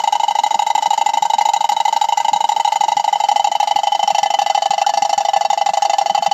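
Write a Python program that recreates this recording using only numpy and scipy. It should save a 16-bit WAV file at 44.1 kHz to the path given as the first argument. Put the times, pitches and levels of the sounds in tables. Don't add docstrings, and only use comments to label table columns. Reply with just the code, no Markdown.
import sys
import numpy as np
from scipy import signal
from scipy.fft import rfft, irfft, next_fast_len
from scipy.io import wavfile

SR = 44100
rng = np.random.default_rng(int(sys.argv[2]) if len(sys.argv) > 2 else 0)


def master_out(mix):
    frames = np.transpose(np.atleast_2d(mix))
    ceiling = np.clip(frames, -1, 1)
    pcm = np.round(ceiling * 32767).astype(np.int16)
    wavfile.write(sys.argv[1], SR, pcm)


N = 279153
TIME = np.arange(N) / SR
KNOCK_SAMPLES = 2646


def undb(db):
    return 10 ** (np.asarray(db) / 20)


def unit(x):
    return x / np.sqrt(np.mean(x ** 2, axis=-1, keepdims=True))


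def curve(rows, at_s):
    return np.interp(at_s, *np.transpose(rows))


def add(out, start_s, sound):
    i = max(int(start_s * SR), 0)
    out[i:i + len(sound)] += sound[:max(N - i, 0)]


def resonance(f, hz, width_hz):
    return np.abs(1j * f * width_hz / (hz ** 2 - f ** 2 + 1j * f * width_hz))


def bubble(hz, cycles, glide):
    age = np.arange(int(cycles * SR / hz)) / (cycles * SR / hz)
    tone = np.sin(2 * np.pi * cycles * (age + glide * age ** 2 / 2))
    swell = 1 - np.exp(-(age * cycles) ** 2)
    return tone * swell * np.exp(-np.log(100) * age)


# time in seconds, turns per second.
WHEEL_SPEED = [(0, 6.029), (0.28, 6.534), (0.76, 6.229), (0.84, 6.624), (1.25, 6.015), (1.41, 6.67),
               (1.79, 6.178), (2.61, 6.373), (2.71, 6.21), (3.32, 6.312), (3.42, 6.432), (3.9, 6.174),
               (4.06, 6.557), (4.4, 6.259), (5.32, 6.438), (5.43, 5.656), (5.53, 6.308), (6.33, 6.004)]

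def wheel_passes(phases):
    turns = np.cumsum(curve(WHEEL_SPEED, TIME)) / SR
    due = (np.arange(int(turns[-1]) + 1)[:, None] + phases).ravel()
    due = due[due < turns[-1]]
    return np.interp(due, turns, TIME), np.arange(len(due)) % len(phases)


# frequency in Hz, relative gain in dB.
SPRAY_SPECTRUM = [(25, -25), (80, -36), (130, 3.5), (190, 3), (400, -22), (1200, 13), (2400, 0),
                  (5000, 6.5), (7100, 4.5), (8000, -3.5), (9800, -89), (12000, -5), (15500, -44)]

def spray(level_db=-43, grit_db=4.5, surge_db=3, surges_per_s=60):
    noise, grit = rng.standard_normal((2, N))
    surge = np.interp(TIME * surges_per_s, np.arange(N // 100), rng.standard_normal(N // 100))
    patter = noise * undb(grit_db * grit + surge_db * surge)
    hz, db = np.transpose(SPRAY_SPECTRUM)
    size = next_fast_len(N)
    f = np.maximum(np.fft.rfftfreq(size, 1 / SR), 1)
    gain = undb(np.interp(np.log(f), np.log(hz), db))
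    return undb(level_db) * unit(irfft(rfft(patter, size) * gain, size)[:N])


def foam(level_db=-48, spread_db=6.5, count=2400, low_hz=170, high_hz=4500):
    out = np.zeros(N)
    for when, pitch, faintness in rng.random((count, 3)):
        hz = low_hz * (high_hz / low_hz) ** pitch
        gain = undb(-spread_db * np.log(faintness + .04)) * (hz / 1000) ** 0.53
        add(out, when * N / SR, gain * bubble(hz, cycles=9.9, glide=0.13))
    return undb(level_db) * unit(out)


# start in seconds, level in dB, starting pitch in Hz.
NEAR_DROPS = [(4.522, -28, 1330), (4.844, -22.5, 1340)]

def drips():
    out = np.zeros(N)
    for start_s, db, hz in NEAR_DROPS:
        add(out, start_s, undb(db) * bubble(hz, cycles=45, glide=0.4))
    return out


THROW_PHASES = [0.027, 0.52, 0.712]
# start in seconds, relative level in dB, starting pitch in Hz.
BIG_GULPS = [(0.55, -29, 301), (0.744, -35, 312), (0.87, -32.5, 290), (1.215, -34, 200), (2.322, -33, 225),
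             (2.958, -31, 247), (3.752, -31.5, 258), (4.036, -35, 194), (4.122, -37, 165),
             (4.223, -34, 199), (4.428, -36, 222), (4.698, -33, 194), (5.016, -28, 258), (5.171, -36, 179),
             (5.699, -38, 168), (6.107, -31.5, 194), (6.19, -34, 200), (6.276, -33.5, 170.6)]

def gulps(gain_db=5, cavity_hz=165, cavity_db=-2, small_db=-52, small_vary_db=4, small_hz=230):
    out = np.zeros(N)
    times, _ = wheel_passes(np.array(THROW_PHASES))
    level_jitter, pitch_jitter = rng.standard_normal((len(times), 2)).T
    small_gulps = zip(times, small_db + small_vary_db * level_jitter, small_hz * np.exp(.2 * pitch_jitter))
    for start_s, db, hz in [*BIG_GULPS, *small_gulps]:
        thud_hz = cavity_hz * np.exp(0.053 * rng.standard_normal())
        add(out, start_s, undb(db + gain_db) * bubble(hz, cycles=7, glide=0.21))
        add(out, start_s, undb(db + gain_db + cavity_db) * bubble(thud_hz, cycles=7, glide=0.45))
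    return out


def bank_echo(x, echo_db=-25, delay_s=0.011, t60_s=0.21):
    t = np.arange(SR // 4) / SR
    tail = rng.standard_normal(len(t)) * np.exp(-np.log(1000) * t / t60_s) * (t > delay_s)
    return x + undb(echo_db) * signal.fftconvolve(x, tail / np.linalg.norm(tail))[:N]


# nominal frequency in Hz, t60 in seconds, signed share in a glancing stroke,
# in a rebound, in a square stroke, level change beside the can in dB.
LID_MODES = [(621, 0.12, 0.058, 0.058, 0.018, -4), (671.7, 0.1, 0.018, 0.059, 0.016, 12),
             (702.8, 0.065, -0.098, -0.039, -0.023, 15.5), (796.9, 0.04, -0.1, -0.54, -0.49, 6.5),
             (843.9, 0.061, 0.69, 0.56, 0.87, 4), (905.6, 0.073, -0.55, 0.57, -0.28, -9.5),
             (945.7, 0.065, -0.023, -0.49, -0.12, -6), (1098, 0.041, .006, 0.0087, .003, 19.5),
             (2099, 0.092, 0.041, 0.03, 0.027, 2.5)]

def lid_boom(position, sag=0.023, scatter=.05, detune=.006, damping_vary=.14, lag_s=.0001, rise_s=.0007):
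    hz, t60_s, glancing, rebound, square, beside_db = np.transpose(LID_MODES)
    count = len(position)
    t = np.maximum(np.arange(KNOCK_SAMPLES) / SR - lag_s, 0)
    jitter = rng.standard_normal((count, len(hz) + 2))
    share = np.array([glancing, rebound, square, rebound])[np.arange(count) % len(TAB_STROKES)]
    share = share * undb(np.outer(position, beside_db)) * (1 + scatter * jitter[:, 2:])
    phase = 2 * np.pi * np.outer(1 - sag * position + detune * jitter[:, 0], t)
    loss = np.log(1000) * np.outer(np.exp(damping_vary * jitter[:, 1]), t)
    ring = sum(share[:, [m]] * np.sin(hz[m] * phase) * np.exp(-loss / t60_s[m]) for m in range(len(hz)))
    return unit(ring * (1 - np.exp(-(t / rise_s) ** 2)))


def tab_contacts(count, rise_s=0.0011, scrape_s=0.013, grit_db=3.5, repeat=0.38):
    stroke = np.arange(count) % len(TAB_STROKES)
    t = np.arange(KNOCK_SAMPLES) / SR
    hold_s, fall_s, scrape_db = np.transpose(TAB_STROKES)[-3:, :, None]
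    chatter = np.exp(-np.maximum(t - hold_s, 0) / fall_s)
    scrape = undb(scrape_db) * np.exp(-t / scrape_s)
    force = np.minimum(t / rise_s, 1) * (chatter + scrape)
    noise, grit = rng.standard_normal((2, count, KNOCK_SAMPLES))
    fresh = unit(noise * undb(grit_db * grit))
    pattern = rng.standard_normal((len(TAB_STROKES), KNOCK_SAMPLES))
    return (fresh + repeat * pattern[stroke]) * force[stroke]


# time in seconds, level against the rest of the wall in dB.
SING_LEVELS = [(0, -10.5), (2.7, -8.5), (3.2, -5), (3.7, 0.5), (4.1, 0), (4.5, -4), (4.9, -7), (5.1, -17),
               (6.33, -3.5)]
SQUEAK_LEVELS = [(0, -20), (2.75, -30), (2.87, -11), (3.15, -21), (3.6, -23), (4.15, -9), (4.5, -18.5),
                 (5.1, -6), (5.3, -18), (6.33, -41)]

def rubbed_mode(f, times, levels, hz, width_hz):
    power = resonance(f, hz, width_hz) ** 2
    return np.outer(undb(2 * curve(levels, times)), power / power.sum())


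# frequency in Hz, width in Hz, relative level in dB at the wheel, beside the can.
WALL_MODES = [(1084, 34, -32, -10.5), (1252, 132, -17.5, -15), (1560, 32, -12, -38), (1740, 14, -32, -6),
              (2024.5, 39.4, -6.5, -5), (2714, 38, -12.5, -6), (2911, 37, -4.5, -6.5), (2988, 38, -5, -4),
              (3595, 25, -49, -9), (3837, 52, -4, -10.5), (4117, 49, -12.5, -12.5), (4467, 57, -19, -7),
              (4713, 47, -15, -12), (5110, 110, -21, -18.5), (5550, 40, -14, -8.5), (5855, 69, -15, -11.5),
              (6578, 79, -13.5, -13.5), (6972, 68, -11, -14), (7163, 66, -10.5, -12), (8080, 39, -24, -21),
              (8260, 57, -22, -29), (11280, 59, -27, -36), (11820, 140, -25.5, -26.5),
              (13000, 52, -33, -41)]

def wall_rattle(times, position, vary_db=2, low_cut_hz=1050, shelf_hz=7500, shelf_db=-4, clank_db=-24):
    size = 4096
    f = np.fft.rfftfreq(size, 1 / SR)
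    contacts = rfft(tab_contacts(len(times)), size)
    hz, width_hz, wheel_db, beside_db = np.transpose(WALL_MODES)
    mode_db = wheel_db + np.outer(position, beside_db - wheel_db)
    mode_db += vary_db * rng.standard_normal(mode_db.shape)
    power = undb(2 * mode_db) @ resonance(f, hz[:, None], width_hz[:, None]) ** 2
    power *= undb(2 * shelf_db * (f > shelf_hz)) / (1 + (low_cut_hz / (f + 1)) ** 2)
    power += undb(2 * clank_db) * resonance(f, hz=540, width_hz=90) ** 4
    power /= power.sum(axis=1, keepdims=True)
    power += rubbed_mode(f, times, SING_LEVELS, hz=3028, width_hz=22)
    power += rubbed_mode(f, times, SQUEAK_LEVELS, hz=5680, width_hz=170)
    cepstrum = irfft(np.log(power + 1e-9))
    cepstrum[:, 0] /= 2
    response = np.exp(rfft(cepstrum[:, :size // 2], size))
    return unit(irfft(contacts * response, size)[:, :KNOCK_SAMPLES])


def can_radiation(x, band_hz=(390, 13500)):
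    return signal.sosfilt(signal.butter(2, band_hz, "bandpass", fs=SR, output="sos"), x)


# phase 0-1, relative lid and wall
# levels in dB, lid change beside the can in dB, share of a jolt 0-1, chatter hold and fall in seconds,
# scrape against chatter in dB.
TAB_STROKES = [(0.2203, -11.4, -23.3, -0.8, 1, 0.0094, 0.001, 13),
               (0.4471, -9.1, -21.9, 0, 0, 0.0094, 0.003, -6),
               (0.7576, -8.9, -21, -0.2, 0, 0.0063, 0.0035, 5.5),
               (0.933, -11.8, -25, 1.2, 1, 0.0094, 0.0048, -26)]
# time in seconds, position from 0 at the wheel to 1 beside the can.
LISTENER_PATH = [(0, 0.16), (2.5, 0.059), (3.5, 0.58), (4.6, 1), (6.33, 1)]
# time in seconds, gain in dB.
SHAFT_JOLTS = [(1.42, 2.6), (1.9, 1.3), (2.62, 1.3), (2.85, 2), (3.34, 2.6), (4.11, 1.6), (5.39, 1.8),
               (5.87, 2.3)]
# time in seconds, gain in dB.
RATTLE_DRIFT = [(0, 0), (2.3, 0.2), (2.9, -1), (3.7, 1), (4.55, 2), (5.1, 0.3), (5.6, -0.5), (6.33, 1.2)]

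def can_knocks(gain_db=-7, boom_vary_db=.4, rattle_vary_db=.6, jolt_s=0.09):
    strokes = np.array(TAB_STROKES)
    times, stroke = wheel_passes(strokes[:, 0])
    lid_db, wall_db, beside_db, jolt_share = strokes[stroke, 1:5].T
    position = curve(LISTENER_PATH, times)
    jolt_db = jolt_share * sum(db * np.exp(-((times - s) / jolt_s) ** 2) for s, db in SHAFT_JOLTS)
    boom_jitter, rattle_jitter = rng.standard_normal((len(times), 2)).T
    boom_db = gain_db + lid_db + jolt_db + beside_db * position + boom_vary_db * boom_jitter
    rattle_db = gain_db + wall_db + jolt_db + curve(RATTLE_DRIFT, times) + rattle_vary_db * rattle_jitter
    knocks = undb(boom_db)[:, None] * lid_boom(position)
    knocks += undb(rattle_db)[:, None] * wall_rattle(times, position)
    out = np.zeros(N)
    for start_s, knock in zip(times, knocks):
        add(out, start_s, knock)
    add(out, 0, knocks[len(strokes) - 1][SR // 125:])
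    return can_radiation(out)


def scene():
    return (bank_echo(can_knocks()) + spray() + foam() + drips() + gulps())[None]


def record(dry, ceiling=.85, top_hz=15700):
    rounded = dry / (1 + (dry / ceiling) ** 8) ** (1 / 8)
    return signal.sosfilt(signal.ellip(8, .2, 80, top_hz, fs=SR, output="sos"), rounded)


dry = scene()
out = record(dry)
master_out(out)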